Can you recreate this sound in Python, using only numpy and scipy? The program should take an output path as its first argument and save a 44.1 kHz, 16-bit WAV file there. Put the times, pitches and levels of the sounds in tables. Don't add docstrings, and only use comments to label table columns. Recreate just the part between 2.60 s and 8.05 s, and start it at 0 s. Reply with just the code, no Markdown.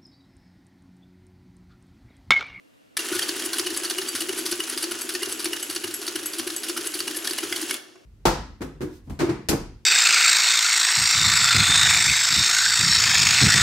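import sys
import numpy as np
from scipy import signal
from scipy.fft import rfft, irfft
from scipy.io import wavfile

SR = 44100
rng = np.random.default_rng(int(sys.argv[2]) if len(sys.argv) > 2 else 0)


def digitize_waveform(pressure):
    field = np.atleast_2d(pressure).T
    bounded = np.clip(field, -1, 1)
    quanta = np.round(bounded * 32767).astype(np.int16)
    wavfile.write(sys.argv[1], SR, quanta)


N = 240400

# (frequency [Hz], gain [dB])
HUSH_COLOUR, HUSH_SPREAD = [(12, -55), (40, -29), (90, -14.5), (200, -13), (297, -4.5), (361, -15),
                            (506, -11), (863, -21), (2600, -20), (2770, -15.5), (2950, -20), (3800, -23),
                            (5670, -27), (12500, -31.5), (16500, -42)], [(60, 4.5), (700, 9), (1290, 5.5), (2380, 1), (4400, -5.5)]
HUSH_MID_DB = -63.5
# (octave centre [Hz], t60 [s], level [dB])
ROOM_OCTAVES = [(104, 0.81, -0.5), (190, 0.54, -4.5), (332, 1, -14.5), (643, 0.77, -5.5), (1340, 0.653, -8),
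                (2980, 0.74, -13.5), (4970, 0.8, -13), (11600, 0.45, -15.5)]
# (frequency [Hz], gain [dB])
REFLECTION_SPREAD = [(60, -6), (200, -25), (380, -18.5), (700, -6.5), (1290, -11.5), (8120, -13),
                     (15000, -5.5)]
# (frequency [Hz], left minus right [dB])
LEAN = [(200, 1), (380, 2), (700, 0), (1290, -1.5), (4400, -.5), (8120, 1.5)]
TOP_HZ = 16000

# (time [s], whirr level [dB], case hum level [dB])
RUN = [(0.359, -35, -51), (.395, -37, -44), (.45, -36, -39), (.55, -33.5, -42), (1.0, -36.5, -41.5),
       (2.6, -38, -42), (3.3, -40.5, -44), (4.6, -37.5, -42), (5.01, -35.5, -44.5), (5.16, -36, -41.5),
       (5.21, -45, -53)]
# (start [s], frequency [Hz], width [Hz], level [dB])
COAST = (5.15, 365, 16, -59)
# (frequency [Hz], width of each filter pass [Hz], level [dB])
CASE_MODES = [(265.7, 33, -11.5), (326.9, 49.4, -1.5), (361.3, 25, -3), (394.3, 25.3, -4.5)]
# (frequency [Hz], relative level [dB])
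METAL_COLOUR = [(260, -32), (480, 4.5), (640, 4.5), (914, 2.5), (1550, 8.5), (2330, 7), (2920, 12),
                (3710, 4.5), (4580, 4), (5600, 5), (7310, 8.5), (8600, 4), (10000, 6.5), (11400, 0),
                (12500, -6.5), (15300, -13), (16500, -60)]
# (frequency [Hz], level [dB], t60 [s])
FRAME_MODES = [(1430, -6, 0.05), (1505, 1.5, 0.03), (1770, -6, 0.05), (2134, -6, 0.02), (2920, 2, 0.035),
               (3300, 2, 0.025), (4472, 2, 0.03), (4800, -2, 0.04), (5400, 5, 0.025), (6280, 3, 0.02),
               (6700, 5, 0.025), (9700, 5, 0.012), (10800, 14, 0.006)]

# (loudest time [s], level [dB], pitch [Hz], swell and fade constant [s])
JOLTS = [(0.401, -33, 332, 0.0095), (0.523, -19, 348.4, 0.0086), (0.561, -23, 354, 0.017),
         (0.648, -32, 353, 0.0143), (0.696, -25.5, 329.8, 0.01), (0.731, -28.5, 339, 0.012),
         (0.766, -28, 353, 0.0068), (0.815, -33, 350, 0.012), (0.84, -30.5, 351, 0.0085),
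         (0.869, -28.5, 345, 0.0098), (0.924, -29.5, 361, 0.0072), (0.962, -27.5, 350, 0.0079),
         (1.006, -23.0, 343, 0.015), (1.074, -27.5, 362, 0.019), (1.11, -30.5, 322, 0.0132),
         (1.128, -25, 346, 0.008), (1.166, -26.5, 345, 0.0082), (1.226, -31.5, 356.5, 0.008),
         (1.26, -30.5, 345, 0.015), (1.321, -30, 352, 0.016), (1.394, -26.5, 371, 0.023),
         (1.433, -30.0, 362, 0.01), (1.549, -27, 322, 0.0066), (1.63, -26.0, 332, 0.0189),
         (1.699, -23.5, 378.6, 0.0164), (1.737, -29, 362, 0.0056), (1.773, -30.0, 356, 0.0069),
         (1.796, -28, 340, 0.0094), (1.818, -34, 338, 0.015), (1.857, -29, 361, 0.0088),
         (1.89, -35, 336, 0.006), (1.928, -22.5, 349, 0.015), (1.999, -27.5, 351, 0.0091),
         (2.13, -29, 356, 0.008), (2.171, -26, 357, 0.0076), (2.248, -27.5, 333, 0.0224),
         (2.291, -32.5, 336, 0.013), (2.317, -28, 362, 0.0124), (2.36, -33, 366, 0.0085),
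         (2.451, -29.5, 336, 0.0089), (2.492, -32.0, 340, 0.014), (2.559, -26, 358, 0.018),
         (2.628, -24, 371, 0.0088), (2.678, -29.5, 367, 0.011), (2.798, -31, 350, 0.011),
         (2.825, -34, 337, 0.01), (2.847, -29, 351, 0.0084), (2.868, -23.5, 336.4, 0.015),
         (2.902, -32, 337.4, 0.011), (2.931, -28.5, 360, 0.009), (3.099, -26.5, 328, 0.01),
         (3.167, -27.5, 361, 0.011), (3.247, -25, 365, 0.013), (3.293, -30, 334, 0.0088),
         (3.488, -26.5, 353.7, 0.0088), (3.559, -25, 350, 0.0093), (3.602, -31.5, 362, 0.008),
         (3.636, -31, 323, 0.013), (3.798, -26.5, 335, 0.026), (3.873, -23.5, 361, 0.0086),
         (3.929, -31, 340, 0.015), (4.102, -26, 337.7, 0.017), (4.176, -29.5, 359, 0.0074),
         (4.194, -27.5, 338.4, 0.012), (4.214, -30, 370, 0.008), (4.266, -29, 354, 0.0066),
         (4.357, -27, 347, 0.0072), (4.413, -27.5, 336, 0.011), (4.475, -27.5, 362, 0.012),
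         (4.516, -30, 330, 0.0112), (4.579, -31, 367, 0.0085), (4.715, -24, 343, 0.0089),
         (4.839, -22, 352, 0.0081), (4.854, -29.5, 383, 0.015), (4.919, -27.0, 350, 0.0087),
         (4.966, -30.5, 348, 0.015), (4.993, -31.0, 356, 0.009), (5.035, -25, 323.5, 0.0117),
         (5.053, -34, 349, 0.0068), (5.102, -30.5, 376, 0.008), (5.126, -30.5, 353, 0.0092)]
# (frequency [Hz], relative level [dB])
THUD_COLOUR = [(12, -48), (20, -32), (59, -23), (108, -6.5), (187, -7), (250, 0.5), (290, 0.5), (480, -46)]
THUD_DB = -58.5

# (time [s], level [dB], lowest mode over middle [dB], upper modes over middle [dB])
PINGS = [(1.1714, -32.5, -6, -26), (1.485, -31.5, 4, -6), (1.79, -35, 3.5, 0), (2.0996, -63, -14, -12),
         (2.411, -31.5, -5, -3), (2.7237, -31, -16, -6), (3.027, -27.5, -26.5, -4),
         (3.3404, -30.5, -13, 1.5), (3.6583, -30.5, -11, 0.5), (3.9634, -27, -10, -5),
         (4.2692, -31.5, -14, -6), (4.56, -38, -3.5, 7)]
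# (frequency [Hz], level [dB], t60 [s])
PAWL_MODES = [(4646, 1, 0.14), (6510, -0.5, 0.058), (7830, 0.5, 0.12), (7760, -5.5, 0.12),
              (8900, -20, 0.08), (11210, -3, 0.093), (11340, 0, 0.21), (12700, -5, 0.085)]
BUZZ, BUZZ_HZ = .35, 150

# (time [s], level [dB], pitch [Hz])
LOW_KNOCKS = [(0.3723, -25, 2337), (0.531, -24, 1450), (0.5914, -17.5, 1798), (0.6913, -33.5, 1682),
              (0.937, -25, 1530), (0.9935, -32, 1610), (1.308, -27, 1550), (1.6878, -47, 1610),
              (1.9263, -31, 1470), (2.0015, -32, 1620), (2.5506, -22, 1820), (2.6167, -25.5, 2050),
              (2.8552, -23, 2290), (2.93, -33, 1940), (3.2417, -28, 1582), (3.557, -34, 1800),
              (3.8753, -37, 1590), (4.1633, -25, 1340), (4.472, -38, 1310), (4.55, -28, 1740),
              (4.672, -26, 1726), (4.7863, -30, 2040), (4.8317, -27, 1350), (4.9245, -15, 2065),
              (5.1085, -21, 2202), (5.14, -31, 2137)]
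BAR_KNOCKS = [(0.3688, -29, 3270), (0.391, -19, 2821), (0.6202, -16, 3200), (0.8213, -23, 3240),
              (0.9867, -24, 3100), (1.0677, -20, 2940), (1.2333, -31, 2820), (1.2977, -26, 2914),
              (1.385, -16, 2917), (1.608, -21, 2870), (1.692, -21, 3010), (1.9138, -35, 2960),
              (2.0027, -15, 2926), (2.2296, -25, 2920), (2.3164, -22, 2880), (2.4985, -28, 2840),
              (2.5504, -22.5, 2640), (2.6307, -17, 2870), (2.8442, -24.5, 2873), (2.931, -15.5, 2903),
              (3.0268, -25, 2980), (3.1, -24.5, 2900), (3.1635, -21, 2900), (3.24, -21.5, 2873),
              (3.5596, -21.5, 2960), (3.79, -20.5, 3130), (3.874, -31.5, 2870), (4.087, -23, 2880),
              (4.1767, -24, 3020), (4.3907, -23, 2820), (4.4785, -25, 2900), (4.5503, -30, 2892),
              (4.672, -20, 3313), (4.7329, -22.5, 2840), (4.7863, -20, 2920), (4.8305, -28, 3160),
              (4.925, -16.5, 3350), (4.9626, -22, 3000), (5.1074, -18.5, 2865), (5.14, -25, 3350)]
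HIGH_KNOCKS = [(0.3688, -31, 4360), (0.486, -24, 4370), (0.5913, -25, 4380), (0.6282, -15.5, 4570),
               (0.6901, -21, 4500), (0.932, -18.5, 4240), (0.9954, -28, 4500), (1.0617, -28, 4400),
               (1.145, -24, 4560), (1.2523, -17, 4520), (1.2992, -18.5, 4530), (1.5566, -31, 4550),
               (1.8669, -27, 4800), (1.9243, -24, 4550), (2.1742, -21, 4900), (2.2321, -24, 4473),
               (2.49, -26, 4800), (2.5509, -27, 4600), (2.6297, -31, 4500), (2.7918, -27, 4700),
               (3.0986, -25.5, 4700), (3.162, -22, 4490), (3.4179, -31, 4800), (3.4653, -26, 4490),
               (3.5496, -34, 4360), (3.7327, -22.5, 4650), (4.0335, -23, 4720), (4.0968, -18.5, 4530),
               (4.3418, -27, 4540), (4.4026, -16.5, 4600), (4.4715, -32, 4400), (4.6436, -28, 4700),
               (4.672, -22, 4400), (4.7089, -21, 4600), (4.924, -20.5, 4990), (4.9594, -23, 4400)]
# (knocks, t60 [s], swell [s])
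KNOCKS = [(LOW_KNOCKS, .035, .0025), (BAR_KNOCKS, .03, .002), (HIGH_KNOCKS, .028, .002)]
TWIN_DB, TWIN_APART, BOUNCE_S = -7, .035, .004
# (frequency [Hz], level [dB], t60 [s])
KEY_RING, SETTLE_RING = [(600, -57, .03), (1300, -58, .03), (2400, -64, .03), (4100, -67, .03)], [(365, -50, .06), (670, -47, .045), (1080, -48, .04),
                                           (1490, -51, .04)]
TOUCH_S, KEY_S = .3535, .3675

# (loudest time [s], middle level [dB], rise [s])
HAMMERS = [(.692, -21, 0.0049), (.9965, -18, 0.0054), (1.3108, -20.5, 0.0091), (1.6196, -21, .005),
           (1.9255, -19.5, 0.0028), (2.2391, -18.5, 0.0027), (2.551, -19.5, 0.0023), (2.857, -18, .003),
           (3.162, -20, 0.0017), (3.4796, -19, .003), (3.797, -20, 0.0056), (4.0976, -20.5, .004),
           (4.4035, -20.5, 0.002), (4.7094, -20, .002), (5.0284, -24, 0.0042)]
RACKS = [(.4587, -36.5, 0.0028), (.769, -34, 0.0044), (1.0706, -22.5, 0.005), (1.3847, -20.5, 0.0031),
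         (1.6927, -23, 0.0033), (2.004, -23, 0.0032), (2.3204, -25, 0.011), (2.6311, -21.5, 0.0034),
         (2.9333, -22.5, 0.0039), (3.2442, -25, 0.0059), (3.5616, -23.5, 0.0066), (3.8755, -22.5, 0.0028),
         (4.176, -22.5, 0.006), (4.4787, -22.5, 0.00255), (4.786, -22.5, 0.0034)]
PAWLS = [(.860, -27.5, 0.025), (1.1722, -25, 0.01), (1.4873, -29, 0.016), (1.788, -25.5, 0.015),
         (2.0998, -27, 0.0085), (2.418, -29, 0.009), (2.7242, -28.5, 0.018), (3.0292, -28, 0.0029),
         (3.3425, -28, 0.0019), (3.6598, -30.5, 0.0021), (3.9643, -31, 0.00083), (4.2696, -28, 0.019),
         (4.5691, -26.5, 0.0046)]
RETURNS = [(.9325, -20, 0.0018), (1.2349, -23.5, 0.0023), (1.554, -20.5, 0.0048), (1.863, -22.5, 0.0095),
           (2.1763, -21, 0.00108), (2.4924, -24, 0.0025), (2.7942, -24.5, 0.00059), (3.1003, -24, 0.0042),
           (3.4156, -28.5, 0.0019), (3.733, -27, .001), (4.0332, -25, 0.00068), (4.342, -24, 0.0061),
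           (4.6443, -23, 0.0009), (4.9609, -22.5, 0.0014)]
SLIDES = [(.393, -24, 0.0024), (.405, -29, .004), (.527, -25.5, 0.011), (.562, -25.5, 0.022),
          (.6285, -22.5, 0.0118), (1.250, -25.5, .008), (2.135, -29, 0.044), (4.835, -24.5, 0.008),
          (5.098, -28, 0.0087)]
SNAPS = [(.3693, -18, 0.0011), (.3737, -17.5, 0.0013), (.4867, -22, .001), (.5928, -13, 0.00084),
         (.8227, -23.5, 0.0027), (4.167, -26, 0.00086), (4.6745, -17.5, 0.00194), (4.7342, -23.5, .002),
         (4.9017, -32, 0.0023), (5.1105, -18.5, 0.0025), (5.1423, -21.5, 0.0018)]
CLUNKS = [(4.9262, -20, .002)]
SETTLES = [(5.3555, -58, .002)]
# (loudest time [s], middle level [dB])
COCKS = [(.6834, -28.5), (.9834, -23.5), (1.2989, -25.5), (1.6065, -22.5), (1.9132, -23), (2.2265, -24),
         (2.5385, -29), (2.8442, -24.5), (3.1492, -28), (3.466, -29.5), (3.785, -25.5), (4.086, -28),
         (4.391, -27), (4.6964, -30), (5.015, -29)]
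DRAGS = [(.797, -23.5), (1.106, -25), (1.418, -24.5), (1.730, -25.5), (2.039, -27.5), (2.354, -31.5),
         (2.659, -25), (2.966, -26.5), (3.277, -27), (3.593, -29), (3.904, -25.5), (4.211, -28),
         (4.511, -27.5), (4.820, -41)]
TICKS = [(.5505, -23), (.758, -33.5), (.963, -29), (1.140, -26.5), (1.266, -37), (1.452, -33), (1.585, -33),
         (1.763, -31), (1.8555, -29), (1.8925, -30.5), (2.0735, -29), (2.207, -34), (2.3885, -28.5),
         (2.522, -32.5), (2.692, -26), (2.823, -31), (2.997, -29), (3.128, -32), (3.310, -30.5),
         (3.447, -35), (3.630, -30), (3.7645, -35), (3.936, -34), (4.065, -33), (4.242, -30), (4.372, -34),
         (4.546, -29)]
# (low over middle [dB], treble over middle [dB], pitch of nearest modes [Hz],
# ring over middle [dB], fall [s])
HAMMER = (-4.5, -3, 4600, -5.5, .0055)
RACK = (-1.5, 0, 2900, -12.5, .005)
PAWL_BLOW = (-2.5, 2.5, 9882.5, 8.5, .006)
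RETURN = (-5, 0, 4603, -10.5, .009)
SLIDE = (-3, -1.5, 3398.5, -6, .01)
SNAP = (-5.5, 1, 1816, -1, .0025)
CLUNK = (1.5, 1, 2072, -2, .003)
SETTLE = (8, -10, 1427, -8, .006)
COCK = (-5.5, 4.5, 4760, -3.5, .007)
DRAG = (-6, -2, 1810, -0.5, .007)
TICK = (-5, 0, 1422, -5, 0.01)
MAIN = [(HAMMERS, HAMMER), (RACKS, RACK), (PAWLS, PAWL_BLOW), (RETURNS, RETURN), (SLIDES, SLIDE),
        (SNAPS, SNAP), (CLUNKS, CLUNK), (SETTLES, SETTLE)]
# (small strokes, sound, rise [s])
SMALL = [(COCKS, COCK, 0.0012), (DRAGS, DRAG, 0.005), (TICKS, TICK, 0.00096)]
# (main blows, sound, mean lag [s], mean middle level [dB], rise [s])
TIED = [(RACKS, TICK, -0.0087, -29.5, 0.0014), (RETURNS, TICK, 0.009, -28.5, 0.0017)]
LINKED_SCATTER_DB, LINKED_SCATTER_S = 2.0, .0015
RING_SCATTER_DB = 2.5
PITCH_SCATTER, PING_SCATTER = .015, .003
BLOW_LOW_HZ = 980


def undb(db):
    return 10 ** (np.asarray(db) / 20)


def level(x, db):
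    return x * undb(db) / np.sqrt(np.mean(x ** 2))


def colour(x, points):
    size = 4096
    hz, db = np.transpose(points)
    bins_hz = np.arange(size // 2 + 1) * SR / size
    log_gain = np.interp(np.log(bins_hz + 1), np.log(hz), db) * np.log(10) / 20
    cepstrum = irfft(log_gain)
    cepstrum[1:size // 2] *= 2
    cepstrum[size // 2 + 1:] = 0
    impulse = irfft(np.exp(rfft(cepstrum)))
    return signal.fftconvolve(x, impulse)[:len(x)]


def butter(x, order, hz, kind):
    return signal.sosfilt(signal.butter(order, hz, kind, fs=SR, output="sos"), x)


def ring(x, hz, t60):
    pole = np.exp(2j * np.pi * hz / SR - np.log(1000) / (t60 * SR))
    return signal.lfilter([1], [1, -pole], x).imag


def band(x, hz, width):
    return signal.lfilter(*signal.iirpeak(hz, hz / width, fs=SR), x)


def split(x, low_hz, high_hz):
    return butter(x, 2, low_hz, "low"), butter(x, 2, (low_hz, high_hz), "band"), butter(x, 2, high_hz, "high")


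def add(line, s, piece):
    i = int(s * SR)
    line[..., i:i + piece.shape[-1]] += piece[..., :N - i]


def scatter(t60, onset, size):
    t = np.arange(size) / SR
    noise = rng.standard_normal(len(t)) * np.minimum(t / onset, 1) * 1000. ** (-t / t60)
    return noise / np.sqrt(np.sum(noise ** 2))


def strike(line, s, hz, db, t60, swell):
    t = np.arange(int(.15 * SR))[:, None] / SR
    envelope = np.minimum(t / swell, 1) * 1000. ** (-t / t60)
    modes = undb(db) * envelope * np.sin(2 * np.pi * hz * t)
    add(line, s, modes.sum(axis=1))


def chatter(grain_db, grain_s):
    grains = undb(grain_db * np.minimum(rng.exponential(size=N), 3.5))
    size = np.repeat(grains, max(int(grain_s * SR), 1))[:N]
    return level(colour(size * rng.standard_normal(N), METAL_COLOUR), 0)


def hush():
    mid = colour(rng.standard_normal(N), HUSH_COLOUR)
    side = colour(colour(rng.standard_normal(N), HUSH_COLOUR), HUSH_SPREAD)
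    return undb(HUSH_MID_DB) / mid.std() * np.array([mid + side, mid - side])


def room(x):
    tail = 0
    for hz, t60, db in ROOM_OCTAVES:
        echoes = scatter(t60, 0.0034, size=SR // 2)
        tail = tail + undb(db) * butter(echoes, 2, (hz / np.sqrt(2), hz * np.sqrt(2)), "band")
    return signal.fftconvolve(x, tail)[:N]


def teeth(rate):
    shape = (len(FRAME_MODES), N)
    ticks = (rng.random(shape) < rate / SR) * rng.standard_normal(shape)
    return level(sum(level(ring(x, hz, t60), db) for x, (hz, db, t60) in zip(ticks, FRAME_MODES)), 0)


def drive():
    t = np.arange(N) / SR
    s, whirr_db, hum_db = np.transpose(RUN)
    running = (t > s[0] + .01) * np.exp(-np.maximum(t - 5.15, 0) / 0.051)
    case_noise, hiss_noise, coast_noise = rng.standard_normal((3, N))
    hum = sum(undb(db) * band(band(case_noise, hz, width), hz, width) for hz, width, db in CASE_MODES)
    hum = level(hum, 0)
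    whirr = sum(split(chatter(3, 0.0025), 2500, 6000)[k] for k in range(3))
    whirr = whirr + undb(-9) * teeth(120)
    whirr = whirr + level(band(hiss_noise, 15000, 4000), -16.0)
    start, hz, width, db = COAST
    coast = np.clip((t - start) / 0.078, 0, 1) * level(band(coast_noise, hz, width), db)
    whirr = undb(np.interp(t, s, whirr_db)) * whirr
    hum = undb(np.interp(t, s, hum_db)) * hum
    return running * (whirr + hum) + coast


def case():
    boom, thud = np.zeros(N), np.zeros(N)
    t = np.arange(-.06 * SR, .06 * SR) / SR
    for s, db, hz, length in JOLTS:
        add(boom, s + t[0], undb(db) * np.exp(-2 * (t / length) ** 2) * np.sin(2 * np.pi * hz * t))
        add(thud, s + t[0], undb(db) * np.exp(-(t / 0.0072) ** 2))
    return boom + level(colour(thud * rng.standard_normal(N), THUD_COLOUR), THUD_DB)


def pawl():
    out = np.zeros(N)
    hz, mode_db, t60 = np.transpose(PAWL_MODES)
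    group = np.digitize(hz, (5500, 9500))
    bends = rng.standard_normal((len(PINGS), len(PAWL_MODES)))
    for (s, db, lowest_db, upper_db), bend in zip(PINGS, bends):
        ping_db = db + mode_db + np.array([lowest_db, 0, upper_db])[group]
        strike(out, s, hz * (1 + PING_SCATTER * bend), ping_db, t60, .0003)
    return out


def flutter(x):
    shake = level(butter(rng.standard_normal(N), 2, BUZZ_HZ, "low"), 0)
    return x * (1 + BUZZ * shake) / np.hypot(1, BUZZ)


def knocks():
    out = np.zeros(N)
    for table, t60, swell in KNOCKS:
        for (s, db, hz), (apart, late) in zip(table, rng.random((len(table), 2))):
            strike(out, s, hz, db, t60, swell)
            twin_hz = hz * (1 + TWIN_APART * (2 * apart - 1))
            strike(out, s + BOUNCE_S * late, twin_hz, db + TWIN_DB, t60, swell)
    strike(out, TOUCH_S, *np.transpose(KEY_RING), 0.00095)
    strike(out, SETTLES[0][0], *np.transpose(SETTLE_RING), 0.0011)
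    return out


def strokes():
    rows = [row + sound for table, sound in MAIN for row in table]
    rows += [(s, db, rise) + sound for table, sound, rise in SMALL for s, db in table]
    for table, sound, lag, db, rise in TIED:
        for row in table:
            late, loud = rng.standard_normal(size=2) * (LINKED_SCATTER_S, LINKED_SCATTER_DB)
            rows.append((row[0] + lag + late, db + loud, rise) + sound)
    return rows


def blows(rows):
    t = np.arange(int(.12 * SR)) / SR
    lead = int(.02 * SR)
    gates, rings = np.zeros((3, N)), np.zeros(N)
    modes_hz = np.array(FRAME_MODES)[:, 0]
    late = rng.random((len(rows), len(FRAME_MODES)))
    luck = rng.standard_normal((len(rows), len(FRAME_MODES)))
    for (s, db, rise, low_db, high_db, hz, ring_db, fall), sign, wait in zip(rows, luck, late):
        after = np.maximum(t - rise, 0)
        swell = np.minimum(.2 + t / .0014, 1) * np.minimum(.3 + .7 * t / rise, 1)
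        settling = 0.51 * np.exp(-(after / fall) ** 2) + 0.33 * np.exp(-after / (3 * fall))
        scrape = .12 * np.exp((t[:lead] - t[lead]) / .006)
        shape = np.r_[scrape, swell * settling]
        shape = shape * (s - rise + np.arange(-lead, len(t)) / SR >= KEY_S)
        band_db = db + np.array([[low_db], [0], [high_db]])
        add(gates, s - rise - t[lead], undb(band_db) ** 2 * shape ** 2)
        near = np.exp(-(np.log(modes_hz / hz) / .045) ** 2) + .09 * sign
        for (mode_hz, mode_db, t60), share, part in zip(FRAME_MODES, near, wait):
            bent_hz = mode_hz * (1 + PITCH_SCATTER * (2 * part - 1))
            wave = np.sin(2 * np.pi * bent_hz * t) * 1000. ** (-t / t60)
            wave_db = db + ring_db + mode_db + RING_SCATTER_DB * sign[0]
            add(rings, s + fall * (part - .3), undb(wave_db) * share * wave)
    parts = [level(part, 0) for part in split(chatter(1.5, .0008), 3500, 7000)]
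    rattle = (np.sqrt(gates) * parts).sum(axis=0)
    return butter(rattle, 2, BLOW_LOW_HZ, "high") + rings


def scene():
    machine = drive() + case() + flutter(pawl()) + knocks() + blows(strokes())
    mid = machine + room(machine)
    near_surfaces = signal.fftconvolve(machine, scatter(.25, .004, size=SR // 5))[:N]
    side = colour(near_surfaces + undb(6) * room(machine), REFLECTION_SPREAD)
    left = colour(mid + side, [(hz, db / 2) for hz, db in LEAN])
    right = colour(mid - side, [(hz, -db / 2) for hz, db in LEAN])
    return np.array([left, right]) + hush()


def record(dry):
    return signal.sosfilt(signal.ellip(10, .2, 70, TOP_HZ, fs=SR, output="sos"), dry)


dry = scene()
out = record(dry)
digitize_waveform(out)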